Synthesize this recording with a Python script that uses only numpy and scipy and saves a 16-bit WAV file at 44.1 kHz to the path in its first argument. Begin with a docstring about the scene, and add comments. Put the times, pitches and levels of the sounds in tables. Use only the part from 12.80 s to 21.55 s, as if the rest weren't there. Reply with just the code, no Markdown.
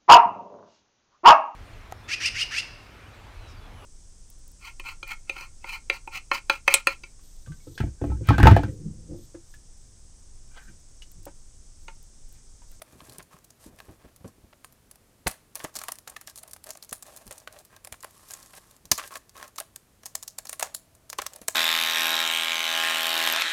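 """Fingers tap and slide over the keys of a laptop heard up close.
Each tap is a short rattle of plastic contacts that rings the thin key caps and the case under them;
knocks ring the case alone, strokes hiss on the caps and murmur in the case, hands and bedding thump softly.
A small soft bedroom answers in diffuse noise echoes; behind it lie a late faint whirr, low rumble
and steady microphone hiss, all made of filtered noise."""
import sys
import numpy as np
from scipy import signal
from scipy.fft import rfft, irfft
from scipy.io import wavfile

SR = 44100
rng = np.random.default_rng(int(sys.argv[2]) if len(sys.argv) > 2 else 0)


def log_audio(samples):
    """Write samples as a 16-bit WAV file to the path given in sys.argv[1]."""
    # one column per channel
    frames = np.atleast_2d(samples).T
    # limit to full scale, then quantise
    limited = np.clip(frames, -1, 1)
    pcm = np.round(limited * 32767).astype(np.int16)
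    wavfile.write(sys.argv[1], SR, pcm)


def decibels_to_gain(level_db):
    """Convert a level in decibels to a linear amplitude gain (20 dB per decade)."""
    exponent = np.asarray(level_db, float) / 20
    return 10 ** exponent


N = 385875

# finger taps on the keys: start_s, peak_db (of the cap sound), pitch_hz (of the cap)
KEY_TAPS = [(0.0201, -27, 10000), (0.2498, -40, 7420), (0.2957, -32.5, 3900), (0.3301, -38, 10400),
            (0.383, -27.5, 9400), (0.4259, -36.5, 8100), (0.6429, -38, 12200), (0.704, -36, 6140),
            (0.9882, -38, 3820), (1.0011, -39, 3620), (1.3612, -35.5, 11000), (1.8452, -32, 8500),
            (1.925, -39, 12600), (2.1121, -29.5, 10200), (2.1573, -36, 11500), (2.4688, -14.5, 4600),
            (2.4754, -10.5, 8400), (2.5124, -26.5, 11000), (2.7548, -16.5, 9200), (2.7945, -30, 3930),
            (2.8417, -19.5, 7340), (2.9414, -38, 5990), (2.9542, -21, 6090), (2.9628, -17.5, 6900),
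            (2.9664, -18.5, 4670), (2.9886, -19.5, 5150), (3.016, -25, 6790), (3.037, -21.5, 9600),
            (3.0836, -19.5, 9400), (3.1185, -14.5, 8700), (3.1553, -31, 9700), (3.1865, -26.5, 9900),
            (3.2762, -24.5, 6500), (3.2964, -28, 8710), (3.3643, -29.5, 3230), (3.4121, -25.5, 8670),
            (3.4725, -25, 5720), (3.4979, -29, 4750), (3.5578, -30.5, 8160), (3.5758, -27, 7800),
            (3.5844, -29.5, 8300), (3.6307, -28, 9420), (3.6775, -34, 10000), (3.694, -41, 9000),
            (3.7104, -32.5, 9300), (3.7333, -23, 9970), (3.7642, -33.5, 10100), (3.8409, -27.5, 10800),
            (3.8704, -34, 9840), (3.8911, -30, 7640), (3.905, -19, 6200), (3.933, -37, 7330),
            (3.9515, -36, 6800), (3.9726, -28.5, 8360), (4.026, -27, 4800), (4.0354, -31, 7520),
            (4.0474, -33, 9950), (4.0926, -31, 5980), (4.11, -35, 6970), (4.128, -20, 9540),
            (4.1454, -47, 5440), (4.225, -25, 7500), (4.2653, -33, 7420), (4.3621, -28.5, 8850),
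            (4.371, -31, 9710), (4.4663, -33.5, 9420), (4.4772, -28, 12900), (4.5101, -26, 7560),
            (4.5244, -28.5, 8000), (4.5795, -29.5, 8030), (4.6014, -36.5, 5030), (4.6751, -35.5, 3250),
            (4.7253, -31.5, 9490), (4.788, -35, 9960), (4.8504, -36, 12900), (4.9633, -36, 4660),
            (5.0474, -22.5, 8200), (5.0714, -29.5, 9570), (5.1242, -23, 9100), (5.2057, -35, 6560),
            (5.228, -27.5, 9420), (5.2435, -26.5, 8570), (5.5077, -25, 6200), (5.5164, -26.5, 9250),
            (5.5362, -24.5, 6760), (5.6282, -34, 5530), (5.6595, -37, 6240), (5.733, -39, 9610),
            (5.7513, -36, 10100), (5.7788, -41, 9630), (5.9095, -36, 9670), (6.0546, -32, 6250),
            (6.1155, 3, 5230), (6.1784, -21, 7290), (6.2761, -29, 8380), (6.3395, -30, 6190),
            (6.3545, -25.5, 4720), (6.3704, -28.5, 7210), (6.494, -34.5, 4570), (6.5758, -34, 4310),
            (6.6278, -31, 4240), (6.6784, -35, 10200), (6.76, -29, 7200), (6.7823, -18.5, 3920),
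            (6.8004, -16, 9500), (6.9604, -22, 7800), (7.233, -38, 5400), (7.2573, -21.5, 6300),
            (7.2614, -21, 6990), (7.3523, -9, 7000), (7.427, -22.5, 5730), (7.4324, -25, 6100),
            (7.4783, -24, 5630), (7.5847, -15, 7900), (7.6522, -30, 6900), (7.67, -28, 5000),
            (7.693, -15.5, 8000), (7.7281, -17.5, 8800), (7.7961, -13, 9700), (7.8074, -20.5, 7830),
            (7.8265, -9, 6700), (7.9468, -15.5, 8600), (8.1504, -39, 9920), (8.299, -18.5, 5640),
            (8.329, -22.5, 5460), (8.3851, -19.5, 6700), (8.4179, -21, 6000), (8.4649, -14.5, 5130),
            (8.5345, -28, 5420), (8.5607, -27.5, 9600), (8.6156, -30, 9800), (8.682, -7.5, 7240),
            (8.7474, -21, 8500)]


def key_strokes():
    """Each key rattles as it bottoms out, after a light fingertip touch and before one rebound off its stop."""
    start_s, peak_db, pitch_hz = np.transpose(KEY_TAPS)
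    luck = rng.uniform(-1.1, 1, (len(start_s), 4))
    t60_s = 0.0098 * (1 + 0.33 * luck[:, 0])   # keys differ in how long they rattle
    touch_s = start_s - 0.0035 * (1 + 0.5 * luck[:, 1])
    touch_db = np.minimum(peak_db - 18.5, -32)   # even a hard tap lands lightly
    bounce_s = start_s + 0.0035 * (1 + 0.3 * luck[:, 2])
    bounce_db = peak_db - 7.5 + 3 * luck[:, 3]
    strokes = np.transpose([start_s, peak_db, pitch_hz, t60_s])
    touches = np.transpose([touch_s, touch_db, pitch_hz, t60_s])
    bounces = np.transpose([bounce_s, bounce_db, pitch_hz, t60_s])
    return np.vstack([strokes, touches, bounces])


# strokes of skin and sleeve over the plastic: start_s, length_s, hiss_db, murmur_db, murmur_pitch_hz
STROKES = [(0.046, 0.18, -64, -59, 455), (0.203, 0.18, -58, -55, 445), (0.504, 0.091, -64, -55.5, 1140),
           (0.789, 0.11, -57.5, -60, 447), (0.914, 0.27, -68, -62, 447), (1.191, 0.11, -82, -57, 450.0),
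           (1.435, 0.074, -63, -64, 1140.0), (2.783, 0.12, -56.5, -51, 1200),
           (2.926, 0.23, -56, -59.5, 1120.0), (3.263, 0.091, -63, -58, 840.0),
           (3.478, 0.038, -52.5, -57.5, 1720.0), (3.592, 0.13, -76, -65, 650.0),
           (3.857, 0.056, -54, -48.5, 690.0), (4.241, 0.21, -58.5, -58, 655),
           (4.445, 0.21, -62.5, -60.5, 720), (4.705, 0.12, -62, -58.5, 620.0),
           (4.895, 0.1, -71, -56.5, 1330), (5.219, 0.77, -59, -62.5, 1140.0),
           (5.48, 0.077, -57.5, -60.5, 1740.0), (5.759, 0.029, -53.5, -53, 1740),
           (6.175, 0.035, -42.5, -39.5, 1100.0), (6.22, 0.073, -50, -54.5, 1740.0),
           (6.306, 0.074, -54, -44.5, 1060.0), (6.538, 0.16, -57, -48.5, 1210),
           (7.218, 0.076, -79, -71, 1130), (7.667, 0.13, -61, -68, 670.0), (7.802, 0.068, -53, -47, 1200),
           (8.513, 0.085, -62, -55.5, 670.0)]


def ticks():
    """Fingers passing over the keys brush some of them: light taps at random moments of each stroke."""
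    per_s, over_hiss_db, spread_db, most = 12.0, 19.5, 4, 12
    luck = rng.random((len(STROKES), most, 4))
    start_s, length_s, hiss_db = np.transpose(STROKES)[:3][:, :, None]
    tick_s = start_s + length_s * luck[..., 0]
    peak_db = hiss_db + over_hiss_db + spread_db * (2 * luck[..., 1] - 1)
    pitch_hz = 5000 * 3.15 ** luck[..., 2]
    t60_s = 0.010 * (0.5 + luck[..., 3])
    rows = np.stack([tick_s, peak_db, pitch_hz, t60_s], axis=-1)
    return rows[np.arange(most) + luck[..., 3] < per_s * length_s]   # longer strokes brush more keys


# resonances of the key caps: mode_hz, drive_db (before pitch weighting and a 1/frequency slope)
CAP_MODES = [(2900, -27), (3750, -1.5), (4300, 16.5), (5050, 12.5), (5650, 14.5), (6500, 15.5),
             (7200, 14.5), (8100, 10), (9100, 15.5), (10200, 12.5), (11500, -8.5), (12600, 14.5),
             (14000, -10), (15400, -15)]
# resonances of the case: mode_hz, drive_db (before pitch weighting and a falling slope)
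CASE_MODES = [(300, -3), (390, 5.5), (500, 11.5), (620, 23.5), (770, 17), (900, 14.5), (1070, 19.5),
              (1250, 7.5), (1600, 16), (1760, 2.5), (2050, -21.5), (2400, 7)]
CASE_T60_S = 0.026


def taps():
    """Cap, scissor and stop touch many times in a few ms; a little of each tap passes into the case."""
    keys = np.vstack([key_strokes(), ticks()])
    caps = struck(keys, CAP_MODES, 0.0031, [2000, 14000], 11000,
                  rise=0.023, settle_db=-29, settle_s=0.15, focus_db=14)
    under = struck(keys, CASE_MODES, CASE_T60_S, [180, 3000], 3500,
                   rise=0.031, settle_db=-32, settle_s=0.18, focus_db=9)
    return caps + decibels_to_gain(-16.0) * under


# knocks on the case: start_s, peak_db, pitch_hz, rattle_t60_s
CASE_KNOCKS = [(0.018, -32, 644, 0.015), (0.203, -36, 1290, 0.027), (0.393, -34.5, 1240, 0.061),
               (0.988, -40, 1700, 0.017), (1.002, -30, 1530, 0.0074), (1.444, -45, 1000, 0.03),
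               (1.728, -41, 766, 0.025), (1.845, -32, 1200, 0.011), (2.461, -22, 880, 0.09),
               (2.469, -13, 790, 0.019), (2.754, -31.5, 610, 0.064), (2.8, -29.5, 1690, 0.054),
               (2.843, -20.5, 574, 0.047), (2.954, -35.5, 762, 0.076), (3.015, -28, 1270, 0.014),
               (3.038, -28.5, 900, 0.017), (3.083, -23.5, 880, 0.026), (3.275, -30, 890, 0.027),
               (3.363, -26.5, 1600, 0.018), (3.472, -31.5, 1770, 0.081), (3.634, -39, 620, 0.019),
               (3.763, -38.5, 754, 0.017), (3.953, -38.5, 600, 0.018), (4.127, -25, 620, 0.015),
               (4.508, -32.5, 670, 0.049), (4.674, -25.5, 1840, 0.014), (4.763, -38, 620, 0.042),
               (5.05, -49, 710, 0.0078), (5.073, -34.5, 680, 0.011), (5.125, -30.5, 810, 0.02),
               (5.142, -33.5, 1080, 0.017), (5.233, -31.5, 1120, 0.022), (5.245, -28.5, 640, 0.0067),
               (5.734, -36, 780, 0.038), (6.117, -12.5, 970, 0.036), (6.181, -22, 1127, 0.12),
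               (6.238, -29, 1740, 0.026), (6.355, -25, 1700, 0.02), (6.627, -30, 1140, 0.01),
               (6.784, -26, 1174, 0.012), (6.801, -30.5, 640, 0.032), (7.234, -38.5, 1160, 0.022),
               (7.354, -36, 1170, 0.022), (7.426, -48, 1200, 0.064), (7.587, -42, 1680, 0.037),
               (7.654, -36, 759, 0.039), (7.693, -40, 1690, 0.025), (7.73, -28, 1280, 0.023),
               (7.796, -37, 1690, 0.023), (7.808, -29, 1120, 0.047), (7.826, -15.5, 666, 0.012),
               (8.329, -22, 620, 0.028), (8.387, -17, 1060, 0.025), (8.419, -25, 1300, 0.012),
               (8.463, -21.5, 1180, 0.015), (8.617, -38, 493, 0.072), (8.683, -20.5, 1600, 0.012)]


def knocks():
    """Fingertips and palms drive the case; its modes nearest each knock's pitch ring strongest."""
    return struck(CASE_KNOCKS, CASE_MODES, CASE_T60_S, [180, 3000], 5400,
                  rise=0.02, settle_db=-33.5, settle_s=0.24, focus_db=15)


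def struck(events, modes, ring_s, band_hz, per_s, rise, settle_db, settle_s, focus_db):
    """Each event is a burst of tiny contacts; its modes are detuned and weighted towards its own pitch."""
    start_s, peak_db, pitch_hz, t60_s = np.transpose(events)[:, :, None]
    t = np.arange(SR // 5) / SR
    t60_s = np.clip(t60_s, 0.003, 0.25)
    chatter = decibels_to_gain(settle_db - 60 * t / settle_s)   # loose parts nearby chatter on faintly
    fade = decibels_to_gain(-60 * t / t60_s) + chatter
    swell = (1 - np.exp(-t / (rise * t60_s))) * fade   # long rattles build more slowly
    contacts = grains((len(start_s), len(t)), per_s, spread_db=7.5)
    rattle = np.diff(swell * contacts, prepend=0)
    luck = rng.standard_normal((len(start_s), len(modes), 2))
    t = t[:SR // 40]
    body = 0
    for k, (hz, mode_db) in enumerate(modes):
        away = np.minimum(abs(np.log2(hz / pitch_hz)) / 0.5, 1)   # 1 from half an octave off
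        strength = decibels_to_gain(mode_db - focus_db * away + 2.5 * luck[:, k, :1])
        detuned_hz = hz * (1 + 0.04 * luck[:, k, 1:])
        body = body + strength / hz * np.cos(2 * np.pi * detuned_hz * t)
    sound = signal.fftconvolve(rattle, body * decibels_to_gain(-60 * t / ring_s), axes=1)
    sound = signal.sosfilt(signal.butter(2, band_hz, "band", fs=SR, output="sos"), sound)
    return place(start_s[:, 0], decibels_to_gain(peak_db) * peak_one(sound))


# tone of the friction hiss before it is scaled to a set rms: frequency_hz, density_db (dB per Hz)
STROKE_COLOUR = [(1500, -16), (4000, -5), (8500, -1), (13000, -5), (16500, -30)]


def slide():
    """Each stroke swells and fades; its friction grains come in clumps, hissing on the caps, murmuring in the case."""
    start_s, length_s, hiss_db, murmur_db, pitch_hz = np.transpose(STROKES)[:, :, None]
    t = np.arange(N) / SR
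    coarse = np.arange(0, N, 100) / SR
    arch = np.sin(np.pi * np.clip((coarse - start_s) / length_s, 0, 1))
    stroke = np.sqrt(arch + 1e-12)

    def swell(db):
        """Sum the stroke arches, each at its own level."""
        return np.interp(t, coarse, np.sum(decibels_to_gain(db) * stroke, axis=0))

    # grain density stays even; its loudness wanders at 120 random points a second
    clumps = decibels_to_gain(2.5 * np.interp(t * 120, np.arange(1100), rng.standard_normal(1100)))
    hiss = coloured(clumps * grains(N, 8000, spread_db=4.0), STROKE_COLOUR)
    scuffs = np.diff(clumps * grains(N, 4000, spread_db=7.0), prepend=0)
    murmur = 0
    for hz, mode_db in CASE_MODES:
        # the grip holds down modes far from the stroke's pitch, by up to 12 dB
        held_db = 12 * np.minimum(abs(np.log2(hz / pitch_hz)) / 0.5, 1)
        mode = ring(swell(murmur_db - held_db) * scuffs, hz, 0.025)
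        murmur = murmur + decibels_to_gain(mode_db) / hz ** 0.6 * mode
    murmur_rms = np.sqrt(np.mean(swell(murmur_db) ** 2))
    return swell(hiss_db) * hiss + murmur_rms * rms_one(murmur)


# dull bumps of hands, bedding and hinge: start_s, peak_db, pitch_hz, t60_s (held within 0.02 to 0.4)
SOFT_BUMPS = [(0.129, -43.5, 130, 0.24), (0.215, -44.5, 194, 0.19), (0.283, -44.5, 139, 0.44),
              (0.384, -40.5, 159, 0.12), (0.541, -44, 161, 0.056), (0.861, -37, 245, 0.24),
              (0.928, -42.5, 48.7, 0.13), (1.083, -37, 84, 0.19), (1.243, -40.5, 54.4, 0.15),
              (1.406, -44.5, 73.4, 0.1), (1.444, -31, 102, 0.14), (1.579, -47.5, 48.4, 0.14),
              (1.638, -43, 63.4, 0.066), (2.462, -20.5, 61, 0.082), (2.842, -26, 382, 0.034),
              (2.961, -44.5, 94, 0.08), (4.121, -34.5, 300, 0.022), (4.46, -39.5, 39.8, 0.25),
              (5.121, -39.5, 74, 0.066), (6.05, -44, 80, 0.069), (6.116, -27.5, 209, 0.051),
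              (8.389, -38.5, 404, 0.04), (8.615, -37, 483, 0.033), (8.685, -40, 121, 0.049)]


def bumps():
    """A soft push: a few cycles at a low pitch inside a dull rustle of cloth."""
    start_s, peak_db, pitch_hz, t60_s = np.transpose(SOFT_BUMPS)[:, :, None]
    t = np.arange(SR // 4) / SR
    fade = decibels_to_gain(-60 * t / np.clip(t60_s, 0.02, 0.4))
    cloth = rng.standard_normal((len(start_s), len(t)))
    rustle = signal.lfilter(*signal.butter(2, 350, fs=SR), cloth)
    thud = np.sin(2 * np.pi * pitch_hz * t) * decibels_to_gain(-5 * pitch_hz * t)   # loses 5 dB a cycle
    push = (1 - np.exp(-t / 0.0026)) * fade * (thud + 0.52 * rms_one(rustle))
    return place(start_s[:, 0], decibels_to_gain(peak_db) * peak_one(push))


def bedroom(x):
    """Diffuse echoes that die fast in bedding and curtains."""
    t60_s, wall_cut_hz, level_db = 0.33, 12000, -21.5
    t = np.arange(SR // 2) / SR
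    tail = rng.standard_normal(len(t)) * decibels_to_gain(-60 * t / t60_s) * (t > 0.003)
    tail = signal.lfilter(*signal.butter(1, wall_cut_hz, fs=SR), tail)
    tail = tail / np.sqrt(np.sum(tail ** 2))
    return decibels_to_gain(level_db) * signal.fftconvolve(x, tail)[:N]


def whirr():
    """Noise in one narrow resonance makes a faint whirr, fading in over half a second."""
    pitch_hz, width_hz, level_db, start_s = 657, 25, -73.5, 7
    tone = ring(rng.standard_normal(N), pitch_hz, 2.2 / width_hz)
    fade_in = np.clip((np.arange(N) / SR - start_s) / 0.5, 0, 1)
    return decibels_to_gain(level_db) * rms_one(tone) * fade_in


def rumble():
    """Steady low noise of the house, band-passed from white noise."""
    band = signal.butter(2, [40, 120], "band", fs=SR, output="sos")
    return decibels_to_gain(-67.5) * rms_one(signal.sosfilt(band, rng.standard_normal(N)))


# tone of the microphone hiss before it is scaled to a set rms: frequency_hz, density_db (dB per Hz)
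HISS_COLOUR = [(12, -31), (20, 10), (69, -2), (251, -3.5), (652, -9.5), (794, -12.5), (1180, -13),
               (1510, -15.5), (3720, -20), (9950, -19), (15200, -24), (16500, -43)]


def microphone_hiss():
    """Steady random noise of the microphone, shaped by its spectrum."""
    return decibels_to_gain(-62.5) * coloured(rng.standard_normal(N), HISS_COLOUR)


def rms_one(x):
    """Scale to unit rms."""
    return x / np.sqrt(np.mean(x ** 2) + 1e-20)


def peak_one(rows):
    """Scale each row to unit peak."""
    return rows / np.abs(rows).max(axis=1, keepdims=True)


def coloured(x, spectrum):
    """Filter a steady signal by the spectrum; rms 1."""
    hz, db = np.transpose(spectrum)
    grid_hz = np.maximum(np.arange(N // 2 + 1) * SR / N, 1)
    gain = decibels_to_gain(np.interp(np.log(grid_hz), np.log(hz), db))
    return rms_one(irfft(rfft(x) * gain, N))


def ring(force, hz, t60_s):
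    """A two-pole resonator: a unit click sets a decaying sine of height 1 ringing."""
    r = decibels_to_gain(-60 / (t60_s * SR))
    w = 2 * np.pi * hz / SR
    return signal.lfilter([0, np.sin(w)], [1, -2 * r * np.cos(w), r * r], force + 1e-18)


def place(times, rows):
    """Lay one short sound per row on the time line."""
    out = np.zeros(N + SR)
    for start_s, row in zip(times, rows):
        first = round(start_s * SR)
        out[first:first + len(row)] += row
    return out[:N]


def grains(shape, per_s, spread_db):
    """Random contacts of uneven size and sign."""
    size_db = spread_db * np.minimum(rng.exponential(1, shape), 4)
    size = decibels_to_gain(size_db) * rng.choice([-1, 1], shape)
    return size * (rng.random(shape) < per_s / SR)


def scene():
    """Laptop sounds and their room, soft bumps, and the background."""
    laptop = taps() + knocks() + slide()
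    background = whirr() + rumble() + microphone_hiss()
    return (laptop + bumps() + bedroom(laptop) + background)[None]


def roll_off(x):
    """The treble ends steeply here."""
    return signal.sosfilt(signal.butter(12, 16870, fs=SR, output="sos"), x)


def record(dry):
    """The microphone drops the deepest bass and the input stage rounds the highest peaks."""
    heard = signal.sosfilt(signal.butter(2, 35, "high", fs=SR, output="sos"), dry)
    mix = np.tanh(heard)
    return roll_off(mix)


dry = scene()
out = record(dry)
log_audio(out)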